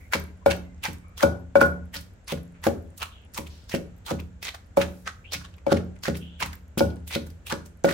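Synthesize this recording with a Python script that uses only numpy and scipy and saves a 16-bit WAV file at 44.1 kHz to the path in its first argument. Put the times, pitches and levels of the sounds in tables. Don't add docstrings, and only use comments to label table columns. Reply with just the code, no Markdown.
import sys
import numpy as np
from scipy import signal
from scipy.fft import rfft, irfft
from scipy.io import wavfile
from scipy.ndimage import uniform_filter1d

SR = 44100
rng = np.random.default_rng(int(sys.argv[2]) if len(sys.argv) > 2 else 0)


def master(y):
    cut = np.clip(np.atleast_2d(y).T, -1, 1)
    pcm = np.round(cut * 32767)
    wavfile.write(sys.argv[1], SR, pcm.astype(np.int16))


N = 349713

# (time [s], thud [dB], pestle ring [dB], floor boom [dB], bowl ring [dB], pestle pan to the left [dB])
KNOCKS = [(0.15, -20.5, -33.5, -37, -53, 3), (0.461, -13.5, -8.5, -30, -34.5, 0.5),
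          (0.883, -26, -49, -40.5, -71, 8.5), (1.232, -11.5, -13, -27.5, -27, 2),
          (1.555, -14.5, -9, -32.5, -25, 3.5), (1.613, -11, -13, -28, -17.5, 1.5),
          (1.957, -59, -52, -46.5, -54, 4), (2.323, -19, -32.5, -36.5, -55, 2),
          (2.666, -9, -18.5, -35.5, -70, 4), (3.387, -24.5, -41, -42.5, -75, 2),
          (3.74, -13.5, -28, -40.5, -52.5, 2), (4.11, -19, -29.5, -31.5, -49, 0.5),
          (4.7716, -14.5, -13.5, -34, -67, -3.5), (5.343, -45.5, -51.5, -43, -50, 2),
          (5.666, -18, -21, -41, -61, 4), (5.7197, -8, -19, -28.5, -54, 1.5),
          (6.081, -15.5, -28.5, -29, -45.5, -1.5), (6.419, -35, -46, -39, -57.5, 6),
          (6.774, -14, -33.5, -38.5, -46, 9), (6.806, -11, -17, -27, -33.5, 0.5),
          (7.159, -17, -33, -39, -42.5, 0), (7.525, -19, -33.5, -40, -48.5, -0.5),
          (7.844, -8, -16, -37, -31.5, -1.5)]
# (time at the bottom [s], level [dB], colour [Hz], wet hiss [dB], rise per 10 dB [ms])
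CRUSHES = [(0.1349, -20, 2110, -34.5, 1.6), (0.5135, -26.5, 2400, -39, 11), (0.8606, -29.5, 2330, -58, 25),
           (1.231, -24.5, 1420, -33, 9.1), (1.615, -28, 1630, -34.5, 7.2), (1.968, -37.5, 4560, -56, 16),
           (2.3216, -35.5, 2190, -41, 44), (2.6696, -30.5, 1414, -38, 12), (3.0299, -30, 2605, -40.5, 13.7),
           (3.3783, -32, 2400, -36, 7.9), (3.7489, -33.5, 2720, -41, 26), (4.1083, -32, 1300, -44.5, 22),
           (4.4893, -35, 3240, -50.5, 75), (4.8243, -33.5, 1840, -48.5, 22),
           (5.3486, -33.5, 2510, -46.5, 33), (5.7227, -26.5, 1420, -43.5, 13.5),
           (6.0831, -33.5, 2210, -46.5, 29), (6.4274, -25, 2180, -46.5, 10), (6.795, -32, 4880, -47.5, 8),
           (7.1525, -29.5, 3950, -39.5, 27), (7.5249, -28, 1530, -47, 21), (7.912, -31.5, 1510, -42.5, 21)]


def undb(db):
    return 10 ** (np.asarray(db) / 20)


def band(x, lo_hz, hi_hz):
    return signal.sosfilt(signal.butter(2, [lo_hz, min(hi_hz, .45 * SR)], "band", fs=SR, output="sos"), x)


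def unit(x):
    return x / np.sqrt(np.mean(x ** 2))


def add(out, s, sound, pan_db):
    i = int(s * SR)
    out[:, i:i + sound.shape[-1]] += (undb([[pan_db / 2], [-pan_db / 2]]) * sound)[:, :N - i]


def ring(modes, seconds, scatter_db, detune):
    hz, db, t60, lead = np.transpose(modes)[:, :, None]
    level_draw, pitch_draw = rng.standard_normal((2, len(modes), 1))
    t = np.arange(int(seconds * SR)) / SR
    poles = 2j * np.pi * hz * (1 + detune * pitch_draw) - np.log(1000) / t60
    partials = undb(db + scatter_db * level_draw) * np.exp(poles * t)
    partials *= (-1.) ** np.arange(len(modes))[:, None]
    return np.array([(partials * np.exp(.5j * side * lead)).imag.sum(axis=0) for side in (1, -1)]), t


def crackle(size, spread_db, alike=0.11):
    grain = undb(spread_db * rng.exponential(size=size // 24 + 1).clip(0, 5)).repeat(24)[:size]
    mid, left, right = rng.standard_normal((3, size))
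    return grain * (alike * mid + np.array([left, right]))


def background():
    # (frequency [Hz], relative spectral level [dB])
    spectrum = [(15, -28), (25, -4), (55, 2), (82, 4.5), (127, -15), (190, -13.5), (363, -25), (516, -23.5),
                (1130, -36), (1440, -31.5), (5000, -49.5), (7510, -43), (16000, -102.5)]
    knot_hz, knot_db = np.transpose(spectrum)
    hz = np.maximum(np.fft.rfftfreq(N, 1 / SR), 1)
    colour = undb(np.interp(np.log(hz), np.log(knot_hz), knot_db))
    mid, side = rfft(rng.standard_normal((2, N)))
    width = np.clip(hz / 900, .15, 1)
    hush = irfft(colour * np.array([mid + width * side, mid - width * side]), N)
    swell = uniform_filter1d(rng.standard_normal(N // 8000 + 1).repeat(8000)[:N], 8000)
    return undb(-46.5 + 0.87 * swell) * unit(hush)


def rubs_and_calls():
    # (time [s], length [s], start pitch [Hz], end pitch [Hz], width [Hz], level [dB])
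    glides = [(0, 0.093, 2120, 2160, 310, -50.5), (0.623, 0.18, 2070, 2070, 92, -60.5),
              (1.022, 0.19, 2250, 2400, 146.4, -60), (0.407, .05, 1030, 1030, 150, -52.5),
              (1.031, .14, 1150, 1300, 200, -56), (2.537, .09, 1926, 1800, 1600, -55),
              (2.844, 0.059, 3400, 3400, 150, -74), (3.109, 0.16, 3260, 2810, 707, -50.5),
              (3.49, .2, 4310, 3960, 3000, -51.5), (5.239, 0.08, 2384, 3400, 505, -42.5),
              (6.202, 0.2, 2950, 3240, 600, -46)]
    out = np.zeros((2, N))
    for s, seconds, from_hz, to_hz, width_hz, db in glides:
        t = np.arange(int(seconds * SR)) / SR
        phase = 2 * np.pi * (from_hz * t + (to_hz - from_hz) * t ** 2 / (2 * seconds))
        rough = unit(band(rng.standard_normal((2, len(t))), 12.0, width_hz / 2))
        envelope = np.minimum(t / 0.017, 1) * undb(-12 * t / seconds)
        add(out, s, undb(db) * rough * np.sin(phase) * envelope, 0)
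    return out


def juice_fizz():
    # (start [s], hold [s], level [dB])
    spells = [(-.08, .02, -64), (2.68, .02, -72.5), (3.42, 0.11, -71), (4.802, 0.16, -63.5),
              (7.113, 0.075, -71.5)]
    attack_s, fade_db_per_s, rest_db = 0.027, 82, -87.5
    t, gain = np.arange(N) / SR, undb(rest_db)
    for s, hold_s, db in spells:
        fade_s = np.maximum(t - s - attack_s - hold_s, 0)
        gain = gain + np.clip((t - s) / attack_s, 0, 1) ** 2 * undb(db - fade_db_per_s * fade_s)
    return gain * unit(band(crackle(N, 2), 4000, 17000))


def berry_bursts():
    # (time [s], level [dB], colour [Hz], wet hiss [dB])
    touches = [(0.1265, -32, 2160, -40.5), (0.4624, -33.5, 1370, -39), (0.839, -33, 2630, -37.5),
               (1.1792, -42.5, 5600, -44), (1.557, -37.5, 1380, -44.5), (1.9427, -37.5, 2280, -39.5),
               (2.281, -42.5, 5780, -53), (2.641, -36, 2020, -40), (2.979, -58, 4150, -44),
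               (3.3459, -43, 6500, -49.5), (3.696, -44.5, 5330, -48.5), (4.065, -42, 3900, -43),
               (4.43, -38.5, 3260, -42), (4.771, -34, 1307, -38), (5.3223, -37.5, 4700, -46.5),
               (5.6672, -42, 1280, -58), (6.037, -38, 4950, -42), (6.404, -36.5, 2610, -41.5),
               (6.779, -35, 3310, -31.5), (7.078, -48, 3660, -41.5), (7.469, -42, 3600, -42.5),
               (7.8469, -32.5, 1245, -39.5)]
    # (time [s], level [dB], colour [Hz], wet hiss [dB])
    cracks = [(0.933, -66, 3530, -49), (1.208, -34.5, 2020, -46), (1.661, -48, 1610, -45),
              (2.012, -66, 3360, -49.5), (2.3773, -51.5, 1610, -62), (3.47, -49, 3260, -55),
              (3.7196, -39.5, 2460, -50), (4.1985, -43.5, 2300, -56.5), (4.452, -38.5, 5600, -56),
              (4.5481, -41, 1820, -51), (4.8166, -28.5, 2540, -43), (5.077, -30, 1760, -68),
              (5.3359, -31.5, 5800, -35), (5.4147, -49.5, 1470, -67), (5.4505, -45, 2980, -68.5),
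              (5.542, -58.5, 2980, -77), (5.584, -59.5, 2200, -80), (5.7718, -39.5, 2470, -56),
              (5.965, -59.5, 2330, -80), (6.0558, -31.5, 1940, -52), (6.155, -43, 2310, -55),
              (6.1715, -49, 5060, -43), (6.4614, -41, 1610, -43.5), (6.5334, -44, 1680, -51),
              (6.9047, -55.5, 4600, -70), (6.967, -59, 1570, -70), (7.109, -42, 2200, -58),
              (7.269, -57, 1400, -51.5), (7.3043, -60, 5870, -58), (7.5019, -37, 3930, -41),
              (7.6616, -54, 6000, -54.5), (7.8893, -29.5, 2120, -46)]
    touch_t60_s, crush_t60_s, crack_t60_s = .19, 0.086, 0.073
    touch_rise_ms, bare_rise_ms, crack_rise_ms = 5.5, 2.4, 7.3
    cues = [(*row, crush_t60_s) for row in CRUSHES]
    cues += [(*row, crack_rise_ms, crack_t60_s) for row in cracks]
    for row in touches:
        bare = any(abs(row[0] - knock[0]) < .008 for knock in KNOCKS)
        cues.append((*row, bare_rise_ms if bare else touch_rise_ms, touch_t60_s))
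    return sorted(cues)


def berry_crunch():
    out, last_s = np.zeros((2, N)), 0
    t = np.arange(int(.36 * SR)) / SR - .06
    for s, db, hz, hiss_db, rise_ms, t60 in berry_bursts():
        shape = undb(np.where(t < 0, 10 * 1000 * t / rise_ms, -60 * t / t60))
        shape *= 1 + .7 * np.exp(-np.abs(t) / .0015)
        shape *= t > last_s - s
        last_s = s
        pockets_hz = hz * np.exp([0, *(.3 * rng.standard_normal(3) - .2)]).clip(.4, 2.5)
        squelch = sum(unit(shape * band(crackle(len(t), 3.0, .5), f / 1.14, f * 1.14))
                      for f in pockets_hz)
        skins = unit(shape * band(crackle(len(t), 4.4, 0.54), 420, 5000))
        juice = unit(shape * band(crackle(len(t), 2.0), 5500, 20000))
        burst = undb(db) * (.5 * squelch + 0.73 * skins) + undb(hiss_db) * juice
        shape_rms = np.sqrt(np.mean(shape ** 2))
        add(out, s + t[0], shape_rms * burst, pan_db=-1 + 0.5 * rng.standard_normal())
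    return out


def pestle_knocks():
    # (frequency [Hz], relative level [dB], t60 [s], phase lead on the left [rad])
    pestle_modes = [(565, -13, 0.35, 0.1), (557, 7.5, 0.14, -1.1), (785, -3.5, 0.033, -0.8),
                    (1370, -19.5, 0.058, 3.5), (2290, -15.5, 0.077, 2), (3510, -28.5, 0.058, 1.5)]
    thud_modes = [(233.8, -9, 0.15, -1), (318.4, -12, 0.19, -0.5), (402, -17.5, 0.28, -2),
                  (469.3, -7, 0.1, -0.3), (658, -2.5, 0.055, -1), (844, -3.5, 0.065, 0.2),
                  (1020, -17, 0.2, 2)]
    bowl_modes = [(1078, 1.7, 0.094, 2.3), (1424, 12, 0.044, 0.47), (1449, 4.7, 0.15, 1.8),
                  (1467, 2.6, 0.3, 1.7), (1574, 10, 0.016, 0.63)]
    floor_modes = [(77.12, 1, 0.85, 0.23), (83.14, 1.5, 0.63, .3), (109.7, -6, 0.62, 0.23),
                   (147, -4, 0.45, 0.34), (175.43, -0.5, 0.78, 0.14), (209.1, -4, 0.4, 0.85),
                   (265, -14.5, 0.95, 0.62), (290.8, -4, 0.34, 0.17)]
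    bare_contact_ms, pulp_ms_per_db, slap_db, floor_swell_s = 0.68, 0.07, -3, .0067
    out = np.zeros((2, N))
    for s, thud_db, wood_db, boom_db, bowl_db, pan_db in KNOCKS:
        contact_ms = bare_contact_ms + pulp_ms_per_db * max(thud_db - wood_db, 0)
        size = int(contact_ms * SR / 1000)
        push = np.sin(np.pi * np.arange(.5, size) / size)[None]
        wood, t = ring(pestle_modes, seconds=.3, scatter_db=1.5, detune=.004)
        wood *= 1 - np.exp(-t / 0.00047)
        add(out, s, undb(wood_db) * wood, pan_db)

        mid, side = unit(band(rng.standard_normal((2, len(t))), 160, 650))
        envelope = undb(-60 * t / 0.41) * np.minimum(t / 0.0051, 1)
        shudder = 0.21 * np.array([mid + 0.8 * side, mid - 0.16 * side]) * envelope
        body, _ = ring(thud_modes, seconds=.3, scatter_db=1.5, detune=.02)
        thud = signal.fftconvolve(body + shudder, push / push.sum(), axes=1)
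        add(out, s, undb(thud_db) * thud, pan_db / 2)
        slap = np.sin(np.pi * np.arange(2 * size) / size)[None]
        add(out, s, undb(thud_db + slap_db) * slap, pan_db / 2)

        bowl, _ = ring(bowl_modes, seconds=.6, scatter_db=1.5, detune=.004)
        add(out, s, undb(bowl_db) * bowl, -1)
        slab, t = ring(floor_modes, seconds=1., scatter_db=2.5, detune=.02)
        slab *= 1 - np.exp(-t / floor_swell_s)
        add(out, s, undb(boom_db) * slab, 0)
    return out


def pulp_pops():
    # (time [s], peak [dB], pitch [Hz])
    loud = [(0.199, -27, 13900), (0.2398, -36, 10700), (0.5662, -32, 13900), (0.9843, -40, 8500),
            (1.095, -54, 13800), (2.433, -42, 10700), (2.675, -27, 6900), (2.8211, -49.5, 10640),
            (2.905, -47.5, 8700), (3.338, -34, 13100), (3.476, -39, 6950), (3.6413, -49, 8600),
            (4.1571, -48, 14350), (4.2044, -37, 13900), (5.9899, -48, 6650), (6.147, -32, 3500),
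            (6.555, -34, 13700), (6.9597, -43, 8600), (7.8399, -21.5, 6530)]
    pops_per_lift, faint_db, faint_hz, t60_s = 4, -54.5, 9500, 0.0037
    out = np.zeros((2, N))
    t = np.arange(int(.012 * SR)) / SR
    when, size, pitch = rng.random((pops_per_lift * len(CRUSHES), 3)).T
    bottoms_s = np.repeat(np.array(CRUSHES)[:, 0], pops_per_lift)
    faint = zip(bottoms_s + .08 + .22 * when, faint_db + 12 * (size - .5), faint_hz * (.5 + pitch))
    for s, db, hz in [*loud, *faint]:
        detune, phase, pan = rng.standard_normal(3)
        pop = np.sin(2 * np.pi * hz * (1 + 0.0387 * detune) * t + phase * np.array([[1], [-1]]))
        if s < N / SR:
            add(out, s, undb(db) * pop * undb(-60 * t / t60_s), 2 * pan)
    return out


def kitchen_reverb(x):
    # (frequency [Hz], t60 [s], level [dB])
    decays = [(210, 0.51, -13.5), (467, 0.22, -15), (1300, 0.34, -11), (3960, 0.31, -14),
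              (9300, 0.27, -9.5)]
    t = np.arange(int(.7 * SR)) / SR
    tail = 0
    for hz, t60, db in decays:
        fade = undb(-60 * t / t60) * np.minimum(t / 0.021, 1)
        wash = band(rng.standard_normal((2, len(t))), hz / 1.795, hz * 1.5)
        tail = tail + undb(db) * wash * fade / np.sqrt(np.sum(fade ** 2))
    return signal.fftconvolve(x, tail, axes=1)[:, :N]


def scene():
    near = pestle_knocks() + berry_crunch() + pulp_pops() + juice_fizz()
    return near + kitchen_reverb(near) + rubs_and_calls() + background()


def record(dry):
    heard = signal.sosfilt(signal.butter(2, 50, "high", fs=SR, output="sos"), dry)
    rounded = np.tanh(0.72 * heard) / 0.66
    return signal.sosfilt(signal.ellip(10, .2, 70, 15900, fs=SR, output="sos"), rounded)


dry = scene()
out = record(dry)
master(out)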